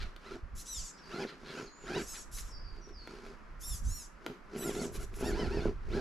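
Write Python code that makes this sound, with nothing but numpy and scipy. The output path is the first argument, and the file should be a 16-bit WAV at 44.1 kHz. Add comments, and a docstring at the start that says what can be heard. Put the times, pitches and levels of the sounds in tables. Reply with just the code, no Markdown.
"""A radio-controlled crawler's drive motor whines in short bursts over a growling gear train, with brief gritty rasps.
The crawler inches up a rocky gully, some metres from a camera outdoors; swept harmonics and tooth noise
ring through its casings. The steering servo zips; noise bursts and resonances make tyres and chassis knock on stone.
A small bird sings thinly in the trees as gliding sines, and light wind, shaped noise, buffets the microphone."""
import sys
import numpy as np
from scipy import signal
from scipy.fft import rfft, irfft, next_fast_len
from scipy.io import wavfile
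from scipy.ndimage import uniform_filter1d, map_coordinates

SR = 44100
rng = np.random.default_rng(int(sys.argv[2]) if len(sys.argv) > 2 else 0)


def transcribe(signal):
    """Save signal, clipped to [-1, 1], as a 16-bit WAV file at the path in sys.argv[1]."""
    frames = np.atleast_2d(signal).T
    limited = np.clip(frames, -1, 1)
    pcm = np.round(limited * 32767).astype(np.int16)
    wavfile.write(sys.argv[1], SR, pcm)


N = 264732
T = np.arange(N) / SR  # time in seconds


def amp(db):
    """Decibel definition: twenty decibels are a factor of ten in amplitude."""
    return 10 ** (np.asarray(db) / 20)


def unit(x):
    """Normalisation of signal power: x scaled to rms 1."""
    return x / np.sqrt(np.mean(x ** 2) + 1e-20)


def steady(x):
    """Envelope levelling: x divided by its running rms over about 30 ms."""
    return x / np.sqrt(np.abs(uniform_filter1d(x ** 2, size=1300)) + 1e-9)


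def along(points, hz):
    """Logarithmic frequency scale: (Hz, value) points interpolated on a log axis."""
    point_hz, value = np.transpose(points)
    return np.interp(np.log(hz + 1), np.log(point_hz + 1), value)


def wobble(rate):
    """Band-limited random modulation: a smooth curve through random knots, rate knots a second."""
    knots = rng.standard_normal(int(N * rate / SR) + 4)
    return map_coordinates(knots, [T * rate])


def filtered(x, response):
    """Linear filtering: the spectrum of x times a complex response of frequency in Hz."""
    m = next_fast_len(N + SR // 2)
    hz = np.fft.rfftfreq(m, 1 / SR)
    return irfft(rfft(x, m) * response(hz), m)[..., :N]


def coloured(x, spectrum):
    """Spectral shaping: x filtered by the given (Hz, dB) response, at rms 1."""
    return unit(filtered(x, lambda hz: amp(along(spectrum, hz))))


def rattle(rate, spread_db):
    """Random impulse process: irregular impacts of uneven strength, on average rate a second."""
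    hits = rng.random(N) < rate / SR
    strength = rng.standard_normal(N) * amp(spread_db * rng.standard_normal(N))
    return unit(hits * strength)


def whine(pitch, orders, body, blur, flutter_db):
    """Source-filter principle: multiples of a shaft pitch sweep through fixed body resonances.

    Each line flutters separately in level (dB) and in phase (blur in radians)."""
    phase = 2 * np.pi * np.cumsum(pitch) / SR
    lines = 0
    for k, db in orders:
        level = amp(db + along(body, k * pitch) + flutter_db * wobble(45))
        lines = lines + level * np.sin(round(k) * phase + blur * wobble(260))
    return steady(lines)


def panned(x, pan_db):
    """Interchannel level difference: pan_db is left against right, in dB."""
    return x * amp([[pan_db / 2], [-pan_db / 2]])


def outdoors(x, t60, wet_db, pan_db):
    """Diffuse scattering: rocks and bushes return a noise tail that falls 60 dB in t60 seconds.

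    The two close ports hear it alike in the bass."""
    t = np.arange(SR // 2) / SR
    tail = rng.standard_normal((2, len(t))) * amp(-60 * t / t60) * (t > .003)
    tail = tail / np.linalg.norm(tail[0])
    mid, side = signal.fftconvolve(x[None], tail, axes=1)[:, :N]
    side = filtered(side, lambda hz: hz / np.hypot(hz, 1200))
    return panned(x + amp(wet_db) * np.array([mid + side, mid - side]), pan_db)


def ambience(spectrum, width, pan_db):
    """Interchannel coherence: stereo noise, mostly shared by the two ports."""
    mid, side = coloured(rng.standard_normal((2, N)), spectrum)
    return panned(np.array([mid + width * side, mid - width * side]), pan_db)


# Strength of the breeze over time. Each row: time in seconds, relative level in dB.
BREEZE = [(0.0, -52), (0.13, -58), (0.68, -58), (1.03, -62.5), (1.54, -67.5), (2.0, -53), (3.16, -53),
          (3.42, -55.5), (3.81, -46.5), (4.29, -62.5), (5.01, -43.5), (6.0, -43)]
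# Gusts on the microphone. Each row: strongest moment in seconds, half length in seconds, relative level in dB.
GUST_EVENTS = [(0.02, 0.061, -35.5), (0.443, 0.025, -38), (0.556, 0.049, -39.5), (0.806, .05, -40),
               (2.447, 0.035, -43.5), (3.73, 0.039, -33), (3.87, 0.057, -30.5), (4.989, 0.047, -35.5),
               (5.489, 0.03, -36.5), (5.72, 0.11, -37)]
# Spectrum of the slow pressure swings. Each row: frequency in Hz, relative level in dB.
BUFFET_SPECTRUM = [(12, -5.5), (22, 6), (40, 3.5), (60, -5), (90, -30), (160, -38), (400, -91)]
# Spectrum of the small eddies in the strongest gusts. Each row: frequency in Hz, relative level in dB.
EDDY_SPECTRUM = [(25, -29), (55, 2), (85, -2), (130, -11), (220, -20), (600, -70)]
# Spectrum of the steady rush of the hillside. Each row: frequency in Hz, relative level in dB.
RUSH_SPECTRUM = [(59, -39), (100, -9.5), (178, 3), (368, -4), (841, -8), (1030, -2.5), (1380, -2.5),
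                 (2090, -10.5), (3650, -25), (4980, -24), (9070, -39), (12100, -40), (14000, -56)]
RUSH_DB = -59
BREEZE_DB, LULL_DB = 5, 3  # the breeze's buffet against its table, and the scale of its wandering


def wind():
    """Turbulent pressure fluctuation: gusts thump on the microphone over a steady rush."""
    breeze_db = np.interp(T, *np.transpose(BREEZE))
    breeze = amp(breeze_db + BREEZE_DB + LULL_DB * wobble(9))
    gusts = sum(amp(db) * np.exp(-((T - s) / half_s) ** 2) for s, half_s, db in GUST_EVENTS)
    strength_db = 20 * np.log10(np.hypot(gusts, breeze))
    buffet = amp(strength_db - 3.5) * ambience(BUFFET_SPECTRUM, width=.4, pan_db=-3.5)
    # eddies grow faster than the gust that sheds them
    eddies = amp(1.473 * strength_db + 8.0) * ambience(EDDY_SPECTRUM, width=0.35, pan_db=-4.5)
    rush = amp(RUSH_DB + 0.87 * wobble(4.43)) * ambience(RUSH_SPECTRUM, width=0.56, pan_db=-0.3)
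    return buffet + eddies + rush


# Bird notes. Each row: start in seconds, length in seconds, start pitch in Hz, end pitch in Hz, level in dB.
BIRD_NOTES = [(0.922, 0.054, 5100, 4950, -63), (0.97, 0.043, 5600, 5500, -61.5),
              (1.027, 0.063, 4770, 4680, -58), (1.55, 0.026, 6204, 6850, -60),
              (1.59, 0.084, 7200, 6620, -62), (1.66, .035, 5400, 4060, -56), (1.7, 0.096, 6360, 7100, -63),
              (1.793, 0.075, 7400, 6850, -60), (2.488, 0.1, 5570, 5360, -58),
              (2.515, 0.0816, 5040, 4740, -55.5), (2.599, 0.12, 5130, 4630, -57.5),
              (2.723, 0.066, 4750, 4650, -64.5), (2.809, 0.068, 5920, 5630, -59.5),
              (2.922, .16, 5560, 4330, -55.5)]


def bird():
    """Frequency modulation: thin whistles quaver fast; each glides quickly, then settles on its last pitch."""
    song = np.zeros(N)
    quaver = 1 + .02 * wobble(450)
    for s, length, start_hz, end_hz, db in BIRD_NOTES:
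        u = np.linspace(0, 1, round(length * SR))
        at = slice(round(s * SR), round(s * SR) + len(u))
        glide = end_hz + (start_hz - end_hz) * (1 - u) ** 3
        phase = 2 * np.pi * np.cumsum(glide * quaver[at]) / SR
        swell = np.sqrt(np.abs(np.sin(np.pi * u)))
        song[at] += amp(db) * swell * np.sin(phase)
    return song


# Contacts with stone. Each row: time in seconds, relative click level in dB, knock level against the click in dB.
STONE_CONTACTS = [(0.163, -39, -11.5), (1.05, -60, -9), (2.3956, -48, -18), (2.765, -55, -9),
                  (2.8922, -56, 1), (3.0742, -43.5, 4.5), (3.264, -51.5, 9), (4.2639, -33, 3.5),
                  (4.7514, -37.5, 1), (5.1407, -45.5, -23)]
# Resonances of the chassis. Each row: centre in Hz, bandwidth in Hz, relative level in dB.
CHASSIS_MODES = [(330, 55, 7), (594, 800, -7), (940, 94, -2.5), (1390, 71, -2.5), (2300, 290, -12.5)]
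# Spectrum of the stony click. Each row: frequency in Hz, relative level in dB.
CLICK_SPECTRUM = [(1000, -4), (2300, 8.5), (3800, 8), (5000, -1), (6500, -9), (9000, -14), (14000, -15)]
# Spectrum of the bright crack. Each row: frequency in Hz, relative level in dB.
CRACK_SPECTRUM = [(800, -26), (2000, 1), (4500, -15), (6500, 5), (9000, -17), (12000, -1), (14000, -24)]


def chassis_response(hz):
    """Modal superposition: damped resonances of alternating sign add up."""
    total = 0
    for k, (centre, width, db) in enumerate(CHASSIS_MODES):
        damping = 1j * hz * width
        total = total + (-1) ** k * amp(db) * damping / (centre * centre - hz * hz + damping)
    return total


def knocks():
    """Impact excitation: each contact is a stony click and a dead chassis knock; hard ones crack brightly."""
    clicks, cracks, blows = np.zeros((3, N))
    t = np.arange(SR // 20) / SR
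    # a fast and a slower decay, timed by their fall of 60 dB
    click_fade = amp(-60 * t / 0.0076) + amp(-9.5 - 60 * t / 0.028)
    crack_fade = amp(-60 * t / 0.011)
    hardest_db = max(db for _, db, _ in STONE_CONTACTS)
    for s, db, knock_db in STONE_CONTACTS:
        at = round(s * SR)
        crack_db = db + 4.1 * (db - hardest_db) - 1.5
        clicks[at:][:len(t)] += amp(db - 3.5) * click_fade * rng.standard_normal(len(t))
        cracks[at:][:len(t)] += amp(crack_db) * crack_fade * rng.standard_normal(len(t))
        blows[at] = amp(db + knock_db + 35.5)
    clicks = filtered(clicks, lambda hz: amp(along(CLICK_SPECTRUM, hz)))
    cracks = filtered(cracks, lambda hz: amp(along(CRACK_SPECTRUM, hz)))
    return clicks + cracks + filtered(blows, chassis_response)


# Steering moves. Each row: start in seconds, length in seconds, time to top speed in seconds,
# nominal top pitch in Hz, relative level in dB, top octave's level at full speed in dB, base roughness from 0 to 1.
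STEERING_MOVES = [(0.545, 0.099, 0.068, 2103, -50.5, -6.5, .6),
                  (0.639, 0.23, 0.047, 2020, -42.5, -15.5, 0.03), (.785, .14, .045, 1200, -48, -17, .15),
                  (1.951, .15, .11, 1149, -52, -11.5, .35), (2.036, .16, .08, 1329, -47, -11, .15),
                  (2.12, .132, 0.068, 1147, -50, -11, .12), (2.308, 0.13, .07, 2094, -47, -5.5, .55),
                  (2.409, .12, 0.062, 1812, -58, -14, 0.67), (3.589, 0.22, 0.087, 1863, -45, -4.5, 0.1),
                  (3.817, .265, 0.14, 1411, -48, -9, 0.05), (4.553, 0.19, .047, 2001, -47, -5, 0),
                  (4.682, .13, .055, 1432, -50.5, -9, 0.48), (4.758, .14, 0.048, 1391, -50, -11, 0.47),
                  (4.913, 0.075, .04, 1700, -55.5, -2.5, 0.87),
                  (4.981, 0.081, 0.046, 1879, -55.5, -5.5, 0.75), (5.121, 0.13, 0.063, 1600, -58.5, -4, .9),
                  (5.219, 0.11, .05, 1880, -50.5, -7, 0.07)]
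SPIN_UP_S, ATTACK_S = .024, .014  # time scales of gaining speed, and of taking up slack before full loudness
SWING_S, BRAKE_S = .15, .016  # speed eases off either side of its top, and brakes at the goal
SETTLE_S, START_ROUGH = 0.027, 0.64  # it chatters as it starts
LABOUR_ROUGH = 0.603  # and again as the load slows it
SWELL_POWER, BRIGHT_DB_PER_OCTAVE = .85, 11  # shape of a move's swell; treble gained with speed


def steering():
    """Motor dynamics under load: each move spins up, swells, sags and brakes.

    Gives pitch in Hz, level, top-octave level in dB and roughness; the louder of two moves rules."""
    controls = np.array([[900.], [0], [-20], [1]]) * np.ones(N)
    for s, length, to_top_s, top_hz, db, top_db, rough in STEERING_MOVES:
        at = np.flatnonzero((T > s) & (T < s + length))
        age = T[at] - s
        brake = 1 - .5 * np.exp((age - length) / BRAKE_S)
        speed = brake / np.cosh((age - to_top_s) / SWING_S)
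        spin_up = 1 - .5 * np.exp(-(age / SPIN_UP_S) ** 2)
        swell = np.abs(np.sin(np.pi * age / length)) ** SWELL_POWER
        level = amp(db) * swell * (1 - np.exp(-age / ATTACK_S))
        bright_db = top_db + BRIGHT_DB_PER_OCTAVE * np.log2(speed)
        chatter = rough + START_ROUGH * np.exp(-(age / SETTLE_S) ** 2) + LABOUR_ROUGH * (1 - speed)
        move = [top_hz * speed * spin_up, level, bright_db, np.clip(chatter, 0, 1)]
        controls[:, at] = np.where(level > controls[1, at], move, controls[:, at])
    return controls


# Resonances of the servo's case. Each row: frequency in Hz, relative level in dB.
SERVO_RESONANCES = [(1500, -33), (2600, -10.5), (3300, -9), (3900, -8), (4500, -7.5), (5500, 1.5),
                    (6700, 0.5), (7700, 1), (8750, -11.5), (9800, -7), (11000, 0.5), (12100, -10.5),
                    (13200, -10), (14300, -31)]
STUMBLE = .045  # scale of the pitch wavering as the tyres catch, at full roughness
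SERVO_LOW_HZ = 4300  # the tiny servo radiates its lines poorly below this


def servo():
    """Gear-mesh harmonics: a tiny fast motor and metal gears give swept clean lines, a hiss when it hunts."""
    pitch, level, top_db, rough = steering()
    pitch = pitch * (1 + 0.002945 * wobble(120) + STUMBLE * rough * wobble(50))
    # the gear mesh stresses the second multiple by 4 dB
    orders = [(k, 4 * (k == 2)) for k in np.arange(2, 11)]
    tone = whine(pitch, orders, SERVO_RESONANCES, blur=.4, flutter_db=3.5)
    tone = steady(filtered(tone, lambda hz: hz ** 3 / (hz ** 3 + SERVO_LOW_HZ ** 3)))
    teeth = rattle(3 * pitch, spread_db=1)
    hiss = coloured(1.4 * teeth + rng.standard_normal(N), SERVO_RESONANCES)
    sound = np.sqrt(1 - rough) * tone + np.sqrt(rough) * hiss
    # the case beams its top octave, so brightness changes from move to move
    top = filtered(sound, lambda hz: 1 / (1 + (8800 / (hz + 1)) ** 20))
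    share = np.clip(amp(top_db) ** 2, 0, .9)
    lower_part = amp(0.2) * np.sqrt(1 - share) * steady(sound - top)
    top_part = amp(2.5) * np.sqrt(share) * steady(top)
    # the position loop corrects in small jerks
    jerks = amp(2.99 * rough * wobble(60))
    return jerks * level * (lower_part + top_part)


# Short gritty rasps of the drive motor. Each row: start in seconds, length in seconds, level in dB.
MOTOR_RASPS = [(0, 0.043, -47.5), (0.975, 0.033, -62.5), (1.264, 0.052, -50), (1.444, 0.11, -53),
               (2.139, 0.035, -49.5), (2.37, 0.029, -50), (4.937, 0.038, -54.5), (5.018, .03, -59)]
# Spectrum of the rasp. Each row: frequency in Hz, relative level in dB.
RASP_SPECTRUM = [(700, -23), (1500, 7), (2800, -2), (4200, 5.5), (5400, -6), (8500, -22), (14000, -30)]


def motor_rasps():
    """Random impact excitation: the motor blips briefly, a shower of tiny impacts."""
    stroke = 0
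    for s, length, db in MOTOR_RASPS:
        u = np.clip((T - s) / length, 0, 1)
        stroke = stroke + amp(db) * np.sqrt(np.abs(np.sin(np.pi * u)))
    impacts = rattle(5000, spread_db=1)
    return stroke * coloured(impacts, RASP_SPECTRUM)


def arch(s, rise_s, fall_s):
    """Inertial rise and decay: share of top speed for a motor that peaks at s seconds."""
    return 1 / np.cosh(np.clip((T - s) / np.where(T < s, rise_s, fall_s), -20, 20))


# Throttle blips; close ones run together into one burst. Each row: fastest moment in seconds, spin-up in seconds,
# run-down in seconds, top pitch in Hz, relative whine level in dB, relative gear growl level in dB.
THROTTLE_BLIPS = [(.03, 0.039, .05, 770, -55, -57.5), (0.276, 0.043, 0.041, 689, -54.5, -59.5),
                  (.33, 0.044, 0.033, 712, -52.5, -45), (1.16, 0.065, 0.064, 700.5, -48.5, -46.5),
                  (1.219, 0.061, 0.032, 832, -46, -38), (1.3, 0.023, 0.062, 712, -58, -56),
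                  (1.5, 0.078, 0.064, 566.6, -54.5, -50.5), (1.59, 0.067, 0.046, 519.6, -46.5, -43.5),
                  (1.92, 0.053, 0.056, 810, -46.5, -42), (1.97, .05, 0.039, 978, -43.5, -37.5),
                  (2.005, .04, .022, 780, -47, -40), (2.16, .03, .04, 840.6, -57.5, -64.5),
                  (2.77, 0.052, 0.057, 330, -64, -60.5), (2.891, 0.034, 0.026, 330, -62, -54),
                  (3.13, 0.077, 0.11, 403, -54.5, -53.5), (3.28, .1, 0.051, 400, -55.5, -52.5),
                  (4.28, .04, .05, 330, -58, -48.5), (4.56, .03, 0.0607, 510, -51.5, -43),
                  (4.67, 0.069, .07, 706, -49, -38.5), (4.805, .08, 0.061, 732.5, -51, -36),
                  (4.96, .025, 0.0401, 600.6, -57.5, -47), (5.015, .035, .025, 739, -56.5, -46),
                  (5.27, .06, 0.074, 940, -47.5, -33.5), (5.4, 0.069, 0.086, 1027, -47, -35.5),
                  (5.555, 0.089, .07, 926, -49.5, -36), (5.655, 0.093, 0.038, 760, -50.5, -36.5),
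                  (5.965, .05, 0.081, 831.5, -48.5, -34.5)]
WHINE_POWER, GROWL_POWER = 1.09, 1.745  # amplitude grows as these powers of the motor's speed
GROWL_LAG_S = 0.0073  # the gears load up just after the motor


def throttle():
    """Speed-dependent excitation: pitch in Hz, whine level and growl level each follow their strongest blip."""
    blips = []
    for s, rise_s, fall_s, top_hz, whine_db, growl_db in THROTTLE_BLIPS:
        speed = arch(s, rise_s, fall_s)
        gear_load = arch(s + GROWL_LAG_S, rise_s, fall_s)
        blips.append((top_hz * speed,
                      amp(whine_db) * speed ** WHINE_POWER,
                      amp(growl_db) * gear_load ** GROWL_POWER))
    return np.max(blips, axis=0)


# Spectrum of the gearbox's growl. Each row: frequency in Hz, relative level in dB.
GEARBOX_SPECTRUM = [(59, -70), (100, -12), (199, -5), (237, -1.5), (292, -8), (367, 5.5), (545, -16),
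                    (657, -12.5), (800, -19.5), (1020, -27), (1200, -40), (1560, -83), (2640, -120)]
# Resonances of the motor can. Each row: frequency in Hz, relative level in dB.
CAN_RESONANCES = [(470, -6), (800, -4), (1020, 2), (1190, -6.5), (1340, 5), (1600, 2.5), (1870, -5.5),
                  (2320, -3), (3570, -10), (4880, -6.5), (6280, -11.5), (9100, -25), (10800, -21.5),
                  (14000, -39)]
# Lines of the motor's whine. Each row: multiple of the pitch, relative level in dB.
WHINE_LINES = [(1, -1), (2, 1), (3, 1), (4, -1), (5, 2), (6, 5)]
SLOWEST_HZ = 330  # the motor's pitch at a crawl
TOOTH_NOISE_HZ = 3970  # above this the motor's lines sink into tooth noise


def drive():
    """Harmonic and impact excitation: the motor sings in its can, loaded gears chatter faster with speed."""
    pitch, whine_level, growl_level = throttle()
    pitch = np.maximum(pitch, SLOWEST_HZ)
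    tone = whine(pitch * (1 + .012 * wobble(70)), WHINE_LINES, CAN_RESONANCES, blur=.5, flutter_db=4.5)
    tone = steady(filtered(tone, lambda hz: 1 / np.sqrt(1 + (hz / TOOTH_NOISE_HZ) ** 6)))
    # at a crawl the motor only grinds; the whine emerges with speed
    singing = np.clip((pitch - 380) / 220, 0, 1)
    # brush and tooth noise swells once a turn of the armature
    turn = np.cos(2 * np.pi * np.cumsum(pitch / 6) / SR)
    brushes = rattle(6 * pitch, spread_db=1.5)
    grinding = coloured((0.81 * brushes + rng.standard_normal(N)) * (1 + 0.28 * turn), CAN_RESONANCES)
    # the gears take up and lose their backlash in uneven lumps
    lumps = unit(amp(2.4 * wobble(55)))
    teeth = rattle(1.5 * pitch, spread_db=2) * (1 + .5 * turn)
    growl = lumps * steady(coloured(teeth, GEARBOX_SPECTRUM))
    motor = amp(0.36) * singing * tone + amp(-3.0) * grinding
    return whine_level * motor + amp(1.34) * growl_level * growl


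def scene():
    """Superposition of sources: the wind, the bird farther off, and the crawler among the rocks."""
    song = outdoors(bird(), t60=.5, wet_db=-2.5, pan_db=-.8)
    knocks_and_rasps = outdoors(knocks() + motor_rasps(), t60=0.37, wet_db=-8.5, pan_db=0.0)
    steering_servo = outdoors(servo(), t60=0.28, wet_db=-10.5, pan_db=0.5)
    drive_train = outdoors(drive(), t60=0.087, wet_db=-10.5, pan_db=-0.8)
    return wind() + song + knocks_and_rasps + steering_servo + drive_train


TOP_HZ = 14100  # the camera's band limit


def record(dry):
    """Band limitation: a steep low-pass leaves almost nothing above the camera's limit."""
    return filtered(dry, lambda hz: 1 / np.sqrt(1 + (hz / TOP_HZ) ** 90))


dry = scene()
out = record(dry)
transcribe(out)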